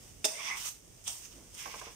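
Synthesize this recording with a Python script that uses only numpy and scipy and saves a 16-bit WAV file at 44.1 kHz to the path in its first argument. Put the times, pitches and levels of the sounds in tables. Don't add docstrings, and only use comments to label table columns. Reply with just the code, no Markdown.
import sys
import numpy as np
from scipy import signal
from scipy.fft import rfft, irfft
from scipy.io import wavfile
from scipy.ndimage import uniform_filter1d, map_coordinates

SR = 44100
rng = np.random.default_rng(int(sys.argv[2]) if len(sys.argv) > 2 else 0)


def store_pcm(level_fs):
    pcm = np.round(np.clip(level_fs, -1, 1) * 32767).astype(np.int16)
    wavfile.write(sys.argv[1], SR, np.atleast_2d(pcm).T)


def undo_db(level):
    steps = np.asarray(level, float) / 20
    return 10 ** steps


N = 85995

# t/s, level/dB
FRYING = [
    (0.0, -56),
    (0.244, -58),
    (0.482, -46.5),
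    (0.798, -61),
    (1.95, -54.5),
]
# f/Hz, level/dB
FRY_SPECTRUM = [(500, -1.5), (1500, -6), (3000, -1), (4200, -3), (6500, -2.5), (10000, -5.5), (15000, -9)]
# t/s, level/dB, wet mid spatter/dB
FLARES = [
    [(0.556, -66, 8), (0.572, -50.5, 1.5), (0.62, -50, 2.5), (0.684, -47.5, -1), (0.72, -60, -12),
     (0.8, -90, 3)],
    [(1.04, -62, -16), (1.066, -57, 8.5), (1.08, -48, -0.5), (1.145, -51, -6), (1.19, -56.5, -5),
     (1.22, -61, 0), (1.256, -55.5, 2), (1.29, -70, -0.5), (1.34, -67, 4.5)],
    [(1.53, -82, 11), (1.565, -70, 11), (1.58, -54.5, 0.5), (1.62, -56, 3.5), (1.734, -60.5, -8),
     (1.758, -58, -4), (1.8, -59, 8), (1.822, -98, 3), (1.95, -87, 2)],
]
# f/Hz, level/dB
FLARE_SPECTRUM = [(400, -22.5), (1000, -7.5), (1700, -10), (3200, 1), (4200, -4), (6500, -3.5), (10000, -6),
                  (15000, -8)]
PATCHES = (3300, 4350, 6350, 8200, 12000)
# t/s, level/dB
SWELL = [(0.0, -56.5), (0.238, -57.5), (0.266, -75), (0.608, -58.5), (0.646, -63), (0.912, -56.5),
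         (1.096, -60.5), (1.856, -57.5), (1.95, -61)]
# f/Hz, level/dB
HUM_SPECTRUM = [(25, -5), (48, 0), (66, -13), (95, -8.5), (145, -12.5), (200, -17.5), (450, -21),
                (1500, -42)]
# t/s, peak level/dB
TICKS = [
    (0.2174, -42),
    (0.2412, -31),
    (1.543, -35),
    (1.5485, -35),
]
# t/s, peak level/dB, brightness/(dB per octave)
KNOCKS = [
    (.2438, -20, 12),
    (.246, -15, 4.5),
    (.2495, -10.5, 2.5),
    (.2523, -11, 0.5),
    (.2555, -20, -3),
]
# f/Hz, level/dB, t60/s
PAN_MODES = [(292, -26, 0.12), (450, -24, 0.096), (605, -4.5, 0.068), (631, 4, 0.096), (832, 1, 0.085),
             (2677, 9, 0.034), (3600, 5, 0.071), (3550, 5, 0.04), (5050, 5, 0.057), (5620, 3, 0.088),
             (5790, -8, 0.08), (6440, -12, 0.06), (8310, 4.5, 0.038), (9000, -11, .09)]
# f/Hz, level/dB
CRACK_SPECTRUM = [(220, -41), (420, -17), (1500, -15), (2600, -15), (4300, -7.5), (5600, -8.5), (9000, -10),
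                  (15000, -18.5)]
# f/Hz, level/dB, t60/s
CLACK_MODES = [(290, -45, 0.094), (432, -34, 0.1), (851, -40, 0.031), (2696, -21.5, 0.01),
               (3627, -27, 0.058)]
# t/s, squeal level/dB, chatter level/dB, dry rub level/dB, blade body level/dB
SLIDES = [
    [(0.27, -57.5, 2, 10, 2), (0.32, -61.5, 8, 7.5, 14), (0.36, -49, -3, -0.5, -15),
     (0.395, -46.5, 1, -1, 4), (0.436, -44, 8, 1, 0), (0.462, -47.5, 13, 7.5, 5),
     (0.516, -36, -13, -5.5, 0), (0.565, -46.5, -8, -5.5, 7), (0.62, -64, 4, 5, -3)],
    [(1.56, -71, -7, 6, -13), (1.592, -57.5, -6, 11, 7), (1.66, -57, -20, 9.5, -1), (1.72, -58, 4, 9, 9.5),
     (1.748, -57.5, -21, 11, 13), (1.764, -63.5, 7, 8, 7), (1.876, -61, 4, 12, 9), (1.94, -73, 5, 10.5, 3)],
]
# f/Hz, width/Hz, level/dB
SQUEAL = [(2060, 63, 2), (2135, 120, 1.5), (2223, 72, 4), (2380, 86, -7), (2750, 150, -9.5)]
# f/Hz, width/Hz, level/dB
BODY = [(927, 125, -7.5), (1046, 150, -2), (1183, 52, -15)]
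# f/Hz, width/Hz, level/dB
CHATTER = [(3264, 30, -13), (3420, 300, -6.5), (4950, 120, -23), (5460, 50, -16)]
# f/Hz, level/dB
RUB_SPECTRUM = [(300, -57), (1000, -13), (2500, 4.5), (4200, -5), (6000, -3.5), (10000, -55), (15000, -46)]
# t/s, pitch ratio
GLIDE = [(0.33, 0.94), (0.389, 1.045), (0.442, 0.99), (0.484, 1.015), (0.57, 0.99)]
# t/s, length/s, level/dB, f/Hz, width/Hz
WHISTLES = [(0.305, .022, -52, 630, 60), (0.345, .022, -51, 612, 60), (0.37, .014, -58, 475, 60),
            (0.30, .015, -60, 265, 80), (0.41, .035, -58, 640, 50), (0.665, .011, -50, 6620, 300),
            (0.665, .016, -55, 1200, 150), (0.63, .012, -54, 3300, 500), (1.102, .008, -55, 720, 200),
            (1.122, .008, -61, 900, 200), (1.155, .01, -61, 1050, 200), (1.068, .007, -53, 3250, 500),
            (0.478, .015, -53, 5900, 500), (0.345, .05, -58, 8750, 160), (0.365, .025, -53, 2170, 130),
            (0.397, .008, -50, 2200, 150), (1.55, .008, -59, 8600, 700), (1.679, .004, -56, 5400, 900)]
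# t/s, peak level/dB
LANDING = [
    (1.078, -23),
    (1.082, -33),
    (1.088, -40),
    (1.1025, -34),
]
# t/s, peak level/dB, brightness/(dB per octave), bounce level/dB
PATS = [
    (1.658, -32.5, 8, 0),
    (1.741, -36, 4, -1),
    (1.814, -36.5, 6, -4),
    (1.868, -42.5, -13, -9),
]
# f/Hz, level/dB, t60/s
PAT_MODES = [(342, -11, 0.025), (470, -3.5, 0.084), (570, -1.5, 0.054), (714, -13, 0.051), (902, -15, .03),
             (1071, 6.5, .07), (1206, -1, 0.067), (1560, 0.5, 0.042), (2200, -14, .05)]
# f/Hz, width/Hz, lift/dB, gain/dB, treble tilt/(dB per octave)
PORTS = [
    (8550, 1300, 7.5, -4.5, 0),
    (6270, 2050, 1.5, 0.5, -0.5),
]


def unit(x):
    return x / np.sqrt(np.mean(x ** 2, axis=-1, keepdims=True))


def colour(x, spectrum):
    f, db = np.array(spectrum, float).T
    log_hz = np.log(np.arange(N // 2 + 1) * SR / N + 1)
    gain = undo_db(np.interp(log_hz, np.log(f), db, right=db[-1]))
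    return irfft(rfft(x) * gain, N)


def peak(x, hz, width):
    return signal.lfilter(*signal.iirpeak(hz, hz / width, SR), x)


def double_peak(x, hz, width):
    return peak(peak(x, hz, width), hz, width)


def ring(x, hz, t60):
    pole = np.exp((2j * np.pi * hz - np.log(1000) / t60) / SR)
    mode = signal.lfilter([1], [1, -pole], x)
    phase = 2j * rng.standard_normal() * min(hz / 2000, 1)
    return (mode * np.exp([[phase], [0]])).imag


def strike(at_s, modes, tilt_db, mid_hz):
    push = np.exp(-((np.arange(N) / SR - at_s) * mid_hz * 12) ** 2)
    push = push / push.sum()
    out = 0
    for hz, db, t60 in modes:
        out = out + undo_db(db + tilt_db * np.log2(hz / mid_hz)) * ring(push, hz, t60)
    return signal.lfilter(*signal.butter(4, 230, "high", fs=SR), out)


def burst(at_s, t60):
    t = np.arange(N) / SR - at_s
    return (t >= 0) * np.exp(-np.log(1000) * np.maximum(t, 0) / t60)


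def walk(rate):
    k = int(SR / rate)
    return unit(uniform_filter1d(uniform_filter1d(rng.standard_normal(N), k), k))


def curve(tables, col=1):
    t = np.arange(N) / SR
    out = np.full(N, -200.)
    for rows in tables:
        rows = np.array(rows, float)
        out = np.maximum(out, np.interp(t, rows[:, 0], rows[:, col], -200, -200))
    return out


def pair():
    a, b = rng.standard_normal((2, N))
    share = 0.091
    return np.array([a, share * a + np.sqrt(1 - share ** 2) * b])


def grains(per_s, spread_db):
    happens = rng.random(N) < per_s / SR
    size = undo_db(spread_db * rng.exponential(size=N))
    return unit(happens * pair() * size)


def sizzle():
    pops_per_s, spread_db = 20000, 1.2
    bed = unit(colour(grains(pops_per_s, spread_db), FRY_SPECTRUM))
    bed = bed * undo_db(curve([FRYING]) + walk(26) - 0.5)
    spit = unit(colour(grains(pops_per_s, spread_db), FLARE_SPECTRUM))
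    spit = spit + sum((undo_db(2.5 * walk(13)) - 1) * peak(spit, hz, hz / 6) for hz in PATCHES)
    wet_gain = undo_db(curve(FLARES, col=2).clip(-20, 20))
    spit = spit + (wet_gain - 1) * (peak(spit, 3060, 1800) + peak(spit, 1200, 800))
    left_right_db = [[2.5], [0]]
    return bed * undo_db(left_right_db) + spit * undo_db(curve(FLARES) + 1.5 * walk(55) + 9)


def rumble():
    mid, side = colour(rng.standard_normal((2, N)), HUM_SPECTRUM)
    side = signal.lfilter(*signal.butter(1, 260, "high", fs=SR), side)
    hum = np.array([mid + side, undo_db(-1.5) * (mid - side)]) / np.std(mid)
    settle_s, settle_length_s = 1.4, 0.063
    bump = np.exp(-((np.arange(N) / SR - settle_s) / settle_length_s) ** 2)
    settle = undo_db(-56) * bump * unit(peak(rng.standard_normal(N), 285.4, 160))
    return undo_db(curve([SWELL]) + 4.0) * hum + settle


def knock():
    crack = unit(colour(pair(), CRACK_SPECTRUM))
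    out = strike(KNOCKS[0][0], CLACK_MODES, 0, 2800)
    for at, db, tilt_db in KNOCKS:
        out = out + undo_db(db - 26.5) * strike(at, PAN_MODES, tilt_db, 3800)
        out = out + undo_db(db - 14) * crack * burst(at, 0.024)
    for at, db in TICKS:
        out = out + undo_db(db - 16.5) * burst(at, 0.067) * crack
    last_s, last_db, _ = KNOCKS[-1]
    shake = undo_db(last_db - 22) * burst(last_s, 0.73)
    loose = grains(1500, 1.2)
    rattle = unit(sum(undo_db(db) * ring(loose, hz, t60) for hz, db, t60 in PAN_MODES[5:]))
    return out + shake * (rattle + undo_db(1.5) * crack)


def bend(x):
    at, ratio = np.array(GLIDE).T
    place = np.cumsum(np.interp(np.arange(N) / SR, at, ratio))
    place += at[0] * SR - place[int(at[0] * SR)]
    place -= (np.arange(N) > SR) * (place[SR] - SR)
    return np.array([map_coordinates(v, [place], mode="mirror") for v in x])


def slide():
    rub = grains(9000, 1.4) * undo_db(walk(50))

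    def sing(table):
        out = 0
        for hz, width, db in table:
            out = out + undo_db(db + 1.7 * walk(5)) * unit(peak(peak(rub, hz, 3 * width), hz, width))
        return out

    fast_db, dry_db, body_db = (curve(SLIDES, col=k).clip(-30, 30) for k in (2, 3, 4))
    tone = bend(sing(SQUEAL) + undo_db(body_db) * sing(BODY))
    chatter = undo_db(fast_db) * sing(CHATTER)
    dry_rub = undo_db(13.5 + dry_db) * colour(rub, RUB_SPECTRUM)
    return undo_db(curve(SLIDES) - 6.0) * (tone + chatter + dry_rub)


def whistles():
    t, out = np.arange(N) / SR, 0
    for at, length, db, hz, width in WHISTLES:
        swell = np.exp(-((t - at) / length) ** 2)
        puff = unit(swell * double_peak(pair(), hz, width))
        out = out + undo_db(db + 2.6) * np.sqrt(np.mean(swell ** 2)) * puff
    return out


def landing():
    envelope = sum(undo_db(db - 9) * burst(at, 0.02) for at, db in LANDING)
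    slap = envelope * unit(colour(pair(), FLARE_SPECTRUM))
    pan = undo_db(8) * peak(slap, 3640, 140) + undo_db(7.5) * peak(slap, 5430, 450)
    return slap + pan + undo_db(11.5) * peak(slap, 600, 500)


def pats():
    damp = unit(peak(peak(pair(), 810, 920), 740, 760))
    bounce_s, out = 0.017, 0
    for at, db, tilt_db, again_db in PATS:
        hit = strike(at, PAT_MODES, tilt_db, 970)
        bounce = undo_db(again_db) * strike(at + bounce_s, PAT_MODES[:5], 0, 700)
        squeeze = undo_db(db - 8) * damp * burst(at, 0.15)
        out = out + undo_db(db - 12) * (hit + bounce) + squeeze
    return out


def kitchen(x):
    t60_s, tail_db, alike_hz = 0.26, -8.5, 422
    t = np.arange(int(.4 * SR)) / SR
    tail = pair()[:, :len(t)] * np.exp(-np.log(1000) * t / t60_s) * (t > .004)
    wet = signal.fftconvolve(x, tail / np.linalg.norm(tail[0]), axes=1)[:, :N]
    low = signal.lfilter(*signal.butter(1, alike_hz, fs=SR), x)
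    return low[1] + x - low + undo_db(tail_db) * wet


def scene():
    return kitchen(sizzle() + knock() + slide() + whistles() + landing() + pats()) + rumble()


def band_limit(x):
    return signal.sosfilt(signal.butter(12, 16290, fs=SR, output="sos"), x)


def record(dry):
    out = []
    for x, (hz, width, lift_db, gain_db, tilt_db) in zip(dry, PORTS):
        lifted = x + undo_db(lift_db) * double_peak(x, hz, 1.29 * width)
        response = [(3400, -0.5), (4250, -4.5), (4900, 1.5), (16000, 3 * tilt_db)]
        out.append(undo_db(gain_db) * colour(lifted, response))
    out = signal.sosfilt(signal.ellip(8, .2, 60, 15500, fs=SR, output="sos"), out)
    out = signal.lfilter(*signal.butter(4, 40, "high", fs=SR), out)
    return band_limit(out)


dry = scene()
out = record(dry)
store_pcm(out)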